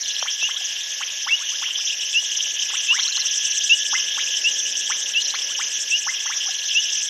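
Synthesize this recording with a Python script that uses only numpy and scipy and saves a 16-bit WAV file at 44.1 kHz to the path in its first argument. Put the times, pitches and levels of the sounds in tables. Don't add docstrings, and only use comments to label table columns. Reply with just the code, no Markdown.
import sys
import numpy as np
from scipy import signal
from scipy.fft import rfft, irfft
from scipy.io import wavfile
from scipy.ndimage import map_coordinates

SR = 44100
rng = np.random.default_rng(int(sys.argv[2]) if len(sys.argv) > 2 else 0)


def master_out(mix):
    frames = np.transpose(np.atleast_2d(mix))
    ceiling = np.clip(frames, -1, 1)
    pcm = np.round(ceiling * 32767).astype(np.int16)
    wavfile.write(sys.argv[1], SR, pcm)


def invert_db(x):
    u = np.asarray(x, float) / 20
    return 10 ** u


N = 312669
TIME = np.arange(N) / SR


def rms_one(x):
    return x / np.sqrt(np.mean(x ** 2) + 1e-20)


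def band(x, low_hz, high_hz):
    return signal.sosfilt(signal.butter(3, [low_hz, high_hz], "band", fs=SR, output="sos"), x)


def drift(rate_hz):
    knots = rng.standard_normal(400)
    return map_coordinates(knots, [TIME * np.clip(rate_hz, .1, 50)], order=3)


def ticks(rate_hz):
    return np.flatnonzero(np.diff(np.floor(np.cumsum(rate_hz) / SR)))


def add_glide(out, times_s, hz, db):
    at = np.arange(round(times_s[0] * SR), min(round(times_s[-1] * SR), N))
    turns = np.cumsum(np.interp(at / SR, times_s, hz)) / SR
    out[at] += invert_db(np.interp(at / SR, times_s, db)) * np.sin(2 * np.pi * turns)


def pulses(start_s, gain, hz, rise_s, decay_s):
    age = np.arange(700) / SR
    shape = (1 - np.exp(-age / rise_s)) ** 2 * np.exp(-age / decay_s)
    wave = np.sin(2 * np.pi * (hz[:, None] * age + rng.random((len(hz), 1))))
    sound = gain[:, None] * shape / shape.max() * wave
    at = np.clip((start_s * SR).astype(int)[:, None] + np.arange(700), 0, N)
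    return np.bincount(at.ravel(), sound.ravel(), N + 1)[:N]


def notes(centre_s, db, hz, period_s, decay_s, spread_hz, slide_hz, width_s, uneven_db, edge, count=9):
    chance = np.clip(rng.standard_normal((len(centre_s), count, 3)), -1.6, 1.6)
    step = np.arange(count) - count // 2
    offset_s = period_s * (step + .04 * uneven_db * chance[..., 0])
    effort = np.exp(-np.abs(offset_s / width_s) ** edge)
    gain = invert_db(db[:, None] + uneven_db * chance[..., 1]) * effort
    pitch_hz = hz[:, None] + slide_hz * step + spread_hz * chance[..., 2]
    start_s = centre_s[:, None] + offset_s - decay_s
    return pulses(start_s.ravel(), gain.ravel(), pitch_hz.ravel(), .0006, decay_s)


def bouts(rows):
    return np.transpose([(s + gap * k, db) for s, gap, count, db in rows for k in range(round(count))])


def echoes(x, bounces=()):
    # t/s, level/dB
    banks = [(.014, -30), (.03, -33), (.045, -27), (.062, -33), (.2, -52)]
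    lag_s = np.arange(round(.2 * SR)) / SR
    smear = invert_db(np.interp(lag_s, *np.transpose(banks), left=-90))
    space = 0.19 * rng.standard_normal(len(lag_s)) * smear
    space[0] = 1
    for s, db in bounces:
        space[round(s * SR)] = invert_db(db)
    return signal.fftconvolve(x, space)[:N]


def air():
    # f/Hz, density/(dB per Hz)
    air_spectrum = [(60, -45), (110, -32), (200, -27.5), (540, -19.5), (800, -28), (1300, -34),
                    (1900, -20.5), (2400, -22), (4300, -22.5), (7200, -28), (8400, -69), (10000, -38),
                    (13000, -46)]
    # t/s, level/dB
    traffic = [(0, -57), (.7, -60), (1.5, -58.5), (2.2, -56), (3, -57), (3.5, -56), (3.9, -53),
               (4.7, -48.5), (5.6, -52), (6.3, -56), (7.09, -58.5)]
    hz = np.fft.rfftfreq(N, 1 / SR) + 1
    knot_hz, knot_db = np.transpose(air_spectrum)
    noise = rfft(rng.standard_normal(N)) * invert_db(np.interp(np.log(hz), np.log(knot_hz), knot_db))
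    bass = 1 / (1 + (hz / 800) ** 4)
    hum = rms_one(irfft(noise * bass, N))
    hiss = rms_one(irfft(noise * (1 - bass), N))
    hum_db = np.interp(TIME, *np.transpose(traffic)) - 5.5
    return invert_db(hum_db) * hum + invert_db(-40 + 1.05 * drift(9)) * hiss


def mole_cricket(level_db):
    out = 0
    for rate_hz, db in [(91.4, 0), (87, -13)]:
        beats_s = ticks(rate_hz + 0.3 * drift(2.2)) / SR
        chance = rng.standard_normal((len(beats_s), 2))
        gain, hz = invert_db(db + 1.8 * chance[:, 0]), 1690 + 15 * chance[:, 1]
        out = out + pulses(beats_s, gain, hz, .003, .0022)
    return invert_db(level_db + 2.0) * rms_one(band(out, 1592, 1780))


def rasp(rate_hz, jitter_s, accent_db, modes):
    tooth = ticks(rate_hz * (1 + 0.0012 * drift(2.7)))
    chance = rng.standard_normal((len(tooth), 2))
    at = np.clip(tooth + (jitter_s * SR * chance[:, 0]).astype(int), 0, N - 1)
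    accented = np.arange(len(tooth)) % 3 == 0
    clicks = np.zeros(N) + 1e-18
    clicks[at] = invert_db(accent_db * accented + 1.0 * chance[:, 1])
    out = 0
    for k, (hz, width_hz, db) in enumerate(modes):
        r = np.exp(-np.pi * width_hz / SR)
        poles = [1, -2 * r * np.cos(2 * np.pi * hz / SR), r * r]
        ring = signal.lfilter([1 - r * r, 0, r * r - 1], poles, clicks)
        out = out + (-1) ** k * invert_db(db) * ring
    return rms_one(out)


def high_buzz():
    # f/Hz, width/Hz, level/dB
    buzz_modes = [(10260, 200, -13), (10680, 190, 1.5), (11610, 710, 3.5), (11460, 290, -18),
                  (12360, 610, 4)]
    regular = rasp(584.4, .00002, 9.8, buzz_modes)
    ragged = rasp(1730, .0004, 0, buzz_modes)
    return invert_db(-57.5) * band(regular + 1.37 * ragged, 9600, 12200)


def katydid():
    # t/s, level/dB
    effort = [(0, -47.5), (.75, -44.5), (1.17, -52), (1.5, -45), (1.65, -49), (2.15, -38), (2.55, -45),
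              (2.8, -34.5), (3.17, -43), (3.4, -34), (3.8, -32.5), (4.1, -43), (4.8, -34.5), (5.1, -40),
              (5.4, -43.5), (5.85, -33), (6.54, -47.5), (7.09, -34)]
    # t/s, level/dB
    stroke_shape = [(-.042, -40), (-.034, -12), (-.018, -4), (.005, 0), (.015, -2), (.02, -9), (.032, -40)]
    # f/Hz, width/Hz, level/dB
    wing_modes = [(6070, 1230, 4), (7580, 750, 8.5), (7802, 467, 8.5), (8690, 670, -8), (9150, 310, -10)]
    first_s, period_s = .088, .10232
    return_db = -21
    stroke = np.zeros(N + SR)
    shape = invert_db(np.interp(np.arange(-.045, .045, 1 / SR), *np.transpose(stroke_shape)))
    for s in np.arange(first_s, N / SR, period_s):
        db = np.interp(s, *np.transpose(effort)) + 1.0 * rng.standard_normal()
        stroke[round((s - .045) * SR):][:len(shape)] += invert_db(db) * shape
    teeth = sum(rasp(rate_hz, .0005, 0, wing_modes) for rate_hz in (380, 530, 710, 890))
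    after = invert_db(np.interp(TIME, *np.transpose(effort)) + return_db)
    return invert_db(4) * (stroke[:N] + after) * band(rms_one(teeth), 6000, 9750)


def field_cricket():
    # t of first stroke/s, level/dB
    chirps = [(0.055, -25.5), (0.324, -27), (0.6, -25), (0.877, -27.5), (1.222, -24), (1.495, -24),
              (1.794, -22.5), (2.06, -24), (2.311, -26), (2.595, -26), (2.839, -29), (3.086, -43),
              (3.332, -26), (3.613, -25), (3.883, -23), (4.175, -28), (4.365, -25), (4.672, -26),
              (4.906, -35), (5.175, -24.5), (5.359, -25), (5.584, -22.5), (5.848, -26), (6.091, -27),
              (6.376, -22), (6.649, -23), (6.896, -23)]
    out = np.zeros(N)
    late_s = .0007 * rng.standard_normal((len(chirps), 5))
    for (s, db), jitter_s in zip(chirps, late_s):
        for start_s in s - .008 + .0313 * np.arange(5) + jitter_s:
            times_s = start_s + np.array([0, .004, .012, .017])
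            add_glide(out, times_s, [5220, 5244, 5034, 4956], db + np.array([-9.5, -5.5, -9.5, -4.0]))
    return out


def knocks():
    # t/s, level/dB, f/Hz, decay/s
    taps = [
        (.226, -22, 1010, 0.00017),
        (.427, -29, 1020, 0.00014),
        (2.225, -51, 900, .0006),
        (2.39, -50, 900, .0006),
        (2.47, -45, 900, 0.00037),
        (6.483, -52.5, 767, 0.016),
        (.61, -54, 730, 0.0041),
        (6.928, -56, 840, 0.0017),
    ]
    out = 0
    for s, db, hz, decay_s in taps:
        out = out + pulses(np.array([s]), invert_db([db + 16]), np.array([hz]), 0.12 * decay_s, decay_s)
    return band(band(out, 500, 2600), 480, 1700)


def trill():
    # t of first note/s, gap/s, notes, level/dB
    trill_bouts = [
        (.035, 0.041, 5, -34),
        (3.004, 0, 1, -32),
        (3.036, .0455, 5, -27.5),
        (3.521, .038, 2, -35),
        (3.628, 0.052, 2, -36),
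        (5.218, .045, 4, -31.5),
        (6.535, 0.052, 4, -37),
    ]
    s, db = bouts(trill_bouts)
    return notes(s - .001, db + 12, 4120 + 0 * s, period_s=0.0058, decay_s=0.00143, spread_hz=87,
                 slide_hz=20, width_s=.006, uneven_db=1.4, edge=5)


def whoops():
    # t/s, level/dB, climb/s, top f/Hz
    calls = [(0.251, -35.5, 0.025, 2370), (0.485, -37.5, 0.019, 2106), (0.516, -56, 0.075, 1674),
             (1.004, -33.5, 0.029, 2580), (1.263, -31, 0.029, 2204), (1.387, -48.5, 0.052, 1824),
             (1.491, -53.5, 0.07, 1770), (1.618, -35.5, 0.029, 2430), (1.677, -46, 0.024, 2150),
             (2.696, -41.5, 0.021, 2040), (2.73, -36.5, 0.032, 2320), (2.9, -37.5, 0.078, 2270),
             (2.981, -34.5, 0.024, 2320), (3.041, -52, 0.052, 1560), (3.168, -40, 0.022, 2035),
             (3.225, -52, 0.048, 1990), (3.926, -29, 0.025, 2053), (4.172, -33, 0.03, 2630),
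             (4.895, -30.5, 0.033, 2445), (5.337, -31, 0.02, 2510), (5.472, -54, 0.06, 1660),
             (5.588, -32.5, 0.033, 2445), (6.064, -30.5, 0.027, 2070), (6.254, -37.5, 0.021, 1984),
             (6.292, -34.5, 0.039, 2410), (1.775, -49.5, .035, 1890), (5.07, -55, 0.049, 1760),
             (6.455, -46, 0.043, 1770), (6.34, -56, .045, 1600)]
    # t/s, level/dB
    bounces = [(.0035, -2), (.0073, -7), (.0112, -12)]
    out, share = np.zeros(N), np.array([0, .1, .3, .55, .8, 1])
    for s, db, climb_s, top_hz in calls:
        slow = climb_s > .05
        foot_hz, risen = 720, share ** 1.05
        if slow:
            foot_hz, risen = 900, np.array([0, .03, .08, .38, .75, 1])
        held = climb_s < .0305 and top_hz < 2300
        hold_s = max(.017 + .001 * (db + 30) if held else .002, .001)
        times_s = s + np.append(share * climb_s, climb_s + hold_s + np.array([0, .004]))
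        end_hz = top_hz + 5000 * hold_s
        hz = np.append(foot_hz + (top_hz - foot_hz) * risen, [end_hz, end_hz])
        held_db = -6 + 380 * hold_s
        swell_db = slow * 7.5 * np.append(risen, [1, 1])
        shape_db = np.array([-18, -1, 1, 1, 3, held_db + 7, held_db, -25])
        add_glide(out, times_s, hz, db + swell_db + shape_db)
    return invert_db(1.0) * echoes(out, bounces)


def whistles():
    # t/s, level/dB, length/s
    calls = [
        (0.413, -16.5, 0.068),
        (1.305, -11, 0.06),
        (2.14, -12, 0.07),
        (2.884, -10.5, 0.064),
        (3.695, -7, 0.062),
        (4.44, -12, 0.063),
        (5.145, -13, 0.065),
        (5.911, -13, 0.067),
        (6.748, -11.5, 0.06),
    ]
    # share of length, f/Hz, level/dB
    bend = [(0, 2655, -24), (.06, 2650, -6), (.22, 2650, -4), (.4, 2750, 0), (.56, 2845, -.5),
            (.72, 2910, -3), (.86, 2945, -10), (1, 2930, -20), (1.3, 2780, -32)]
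    out = np.zeros(N)
    share, hz, shape_db = np.transpose(bend)
    for s, db, length_s in calls:
        add_glide(out, s + share * length_s, hz, db + shape_db)
    return out


def chorus(near, far_db, hz, range_hz, near_db, count, **voice):
    s, db = bouts(near)
    own = np.clip(rng.standard_normal(len(s)), -1.5, 1.5)
    chance = rng.standard_normal((count, 2))
    far_s = rng.uniform(0, N / SR, count)
    far = notes(far_s, 1.12 * chance[:, 0], hz + range_hz * chance[:, 1], **voice)
    close = notes(s, db + near_db, hz + 0.78 * range_hz * own, **voice)
    return close + invert_db(far_db) * rms_one(far)


def frog_choruses(low_db, high_db):
    # t of first note/s, gap/s, notes, level/dB
    low_bouts = [(.103, 0.062, 4, -22), (.514, 0.055, 3, -20), (.706, 0.053, 3, -25.5),
                 (1.034, 0, 1, -22.5), (1.486, 0, 1, -27), (1.662, .049, 4, -20), (1.878, 0.026, 2, -19.5),
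                 (2.031, 0, 1, -20), (2.252, .101, 2, -23), (2.403, 0, 1, -17), (2.596, 0.03, 2, -21),
                 (2.754, 0.02, 3, -22), (2.994, 0.065, 2, -19), (3.159, 0.14, 2, -23),
                 (3.433, 0.041, 3, -25), (3.617, 0, 1, -19.5), (3.806, .051, 4, -22),
                 (4.045, .0415, 5, -22.5), (4.345, 0.016, 1, -15.5), (4.602, .06, 2, -22),
                 (4.761, .112, 2, -21), (5.023, .04, 2, -24.5), (5.302, 0.043, 3, -24),
                 (5.554, 0.021, 1, -22), (5.77, 0.11, 2, -24.5), (6.022, 0.13, 4, -28), (6.442, 0, 1, -23),
                 (6.714, 0, 1, -18.5), (6.825, 0.033, 5, -22.5)]
    # t of first note/s, gap/s, notes, level/dB
    high_bouts = [(.019, .066, 2, -22.5), (.19, 0.037, 2, -23), (.31, 0.023, 2, -23.5),
                  (.434, .025, 2, -23.5), (.652, 0, 1, -23), (1.062, 0.17, 2, -28), (1.498, 0.014, 1, -24),
                  (1.781, 0.038, 3, -25.5), (2.054, .12, 2, -27), (2.372, 0.061, 2, -20.5),
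                  (2.543, .056, 3, -25.5), (2.779, 0.17, 2, -22), (3.033, 0.029, 2, -22),
                  (3.202, 0.059, 4, -19.5), (3.453, 0.064, 4, -19), (3.738, 0.088, 2, -25),
                  (3.927, .076, 2, -19.5), (4.163, 0.054, 2, -26), (4.371, 0.074, 4, -21.5),
                  (4.61, 0.024, 3, -24.5), (4.776, .127, 3, -22.5), (5.224, 0.03, 3, -21.5),
                  (5.425, 0.023, 2, -22.5), (5.583, .049, 2, -24), (5.738, 0.085, 5, -23),
                  (6.06, 0.041, 3, -27), (6.267, 0.1, 2, -23), (6.469, 0.093, 2, -25.5),
                  (6.663, 0.09, 4, -22.5), (6.931, 0.052, 3, -22.5)]
    low = chorus(low_bouts, low_db + 0.86, 3147, 190, near_db=3.5, count=1000, period_s=.0038,
                 decay_s=0.001058, spread_hz=172, slide_hz=53.7, width_s=0.0084, uneven_db=2.5, edge=3.0)
    high = chorus(high_bouts, high_db + 0.15, 5891, 284, near_db=5, count=1100, period_s=.0024,
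                  decay_s=.0008, spread_hz=207, slide_hz=-32, width_s=0.011, uneven_db=1.92, edge=2.0)
    return echoes(band(low, 2480, 4150) + band(high, 4850, 7180))


def scene():
    # t/s, low chorus level/dB, high chorus level/dB, mole cricket level/dB
    crowd = [
        (0.0, -30.5, -32.5, -45.5),
        (1.2, -33, -32, -48),
        (1.62, -31, -30, -51),
        (3.93, -28.5, -27, -41.5),
        (5.25, -33, -30, -46.5),
        (7.09, -31, -28, -45.5),
    ]
    s, *columns = np.transpose(crowd)
    low_db, high_db, cricket_db = [np.interp(TIME, s, c) for c in columns]
    insects = mole_cricket(cricket_db) + high_buzz() + katydid() + field_cricket()
    frogs = trill() + whoops() + whistles() + frog_choruses(low_db, high_db)
    return (air() + insects + knocks() + frogs)[None]


def top_cut(x):
    return signal.sosfilt(signal.butter(12, 12640, fs=SR, output="sos"), x)


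def record(dry):
    thin = signal.sosfilt(signal.butter(3, 150, "high", fs=SR, output="sos"), dry)
    cut = signal.sosfilt(signal.cheby2(12, 60, 13900, fs=SR, output="sos"), thin)
    return top_cut(cut)


dry = scene()
out = record(dry)
master_out(out)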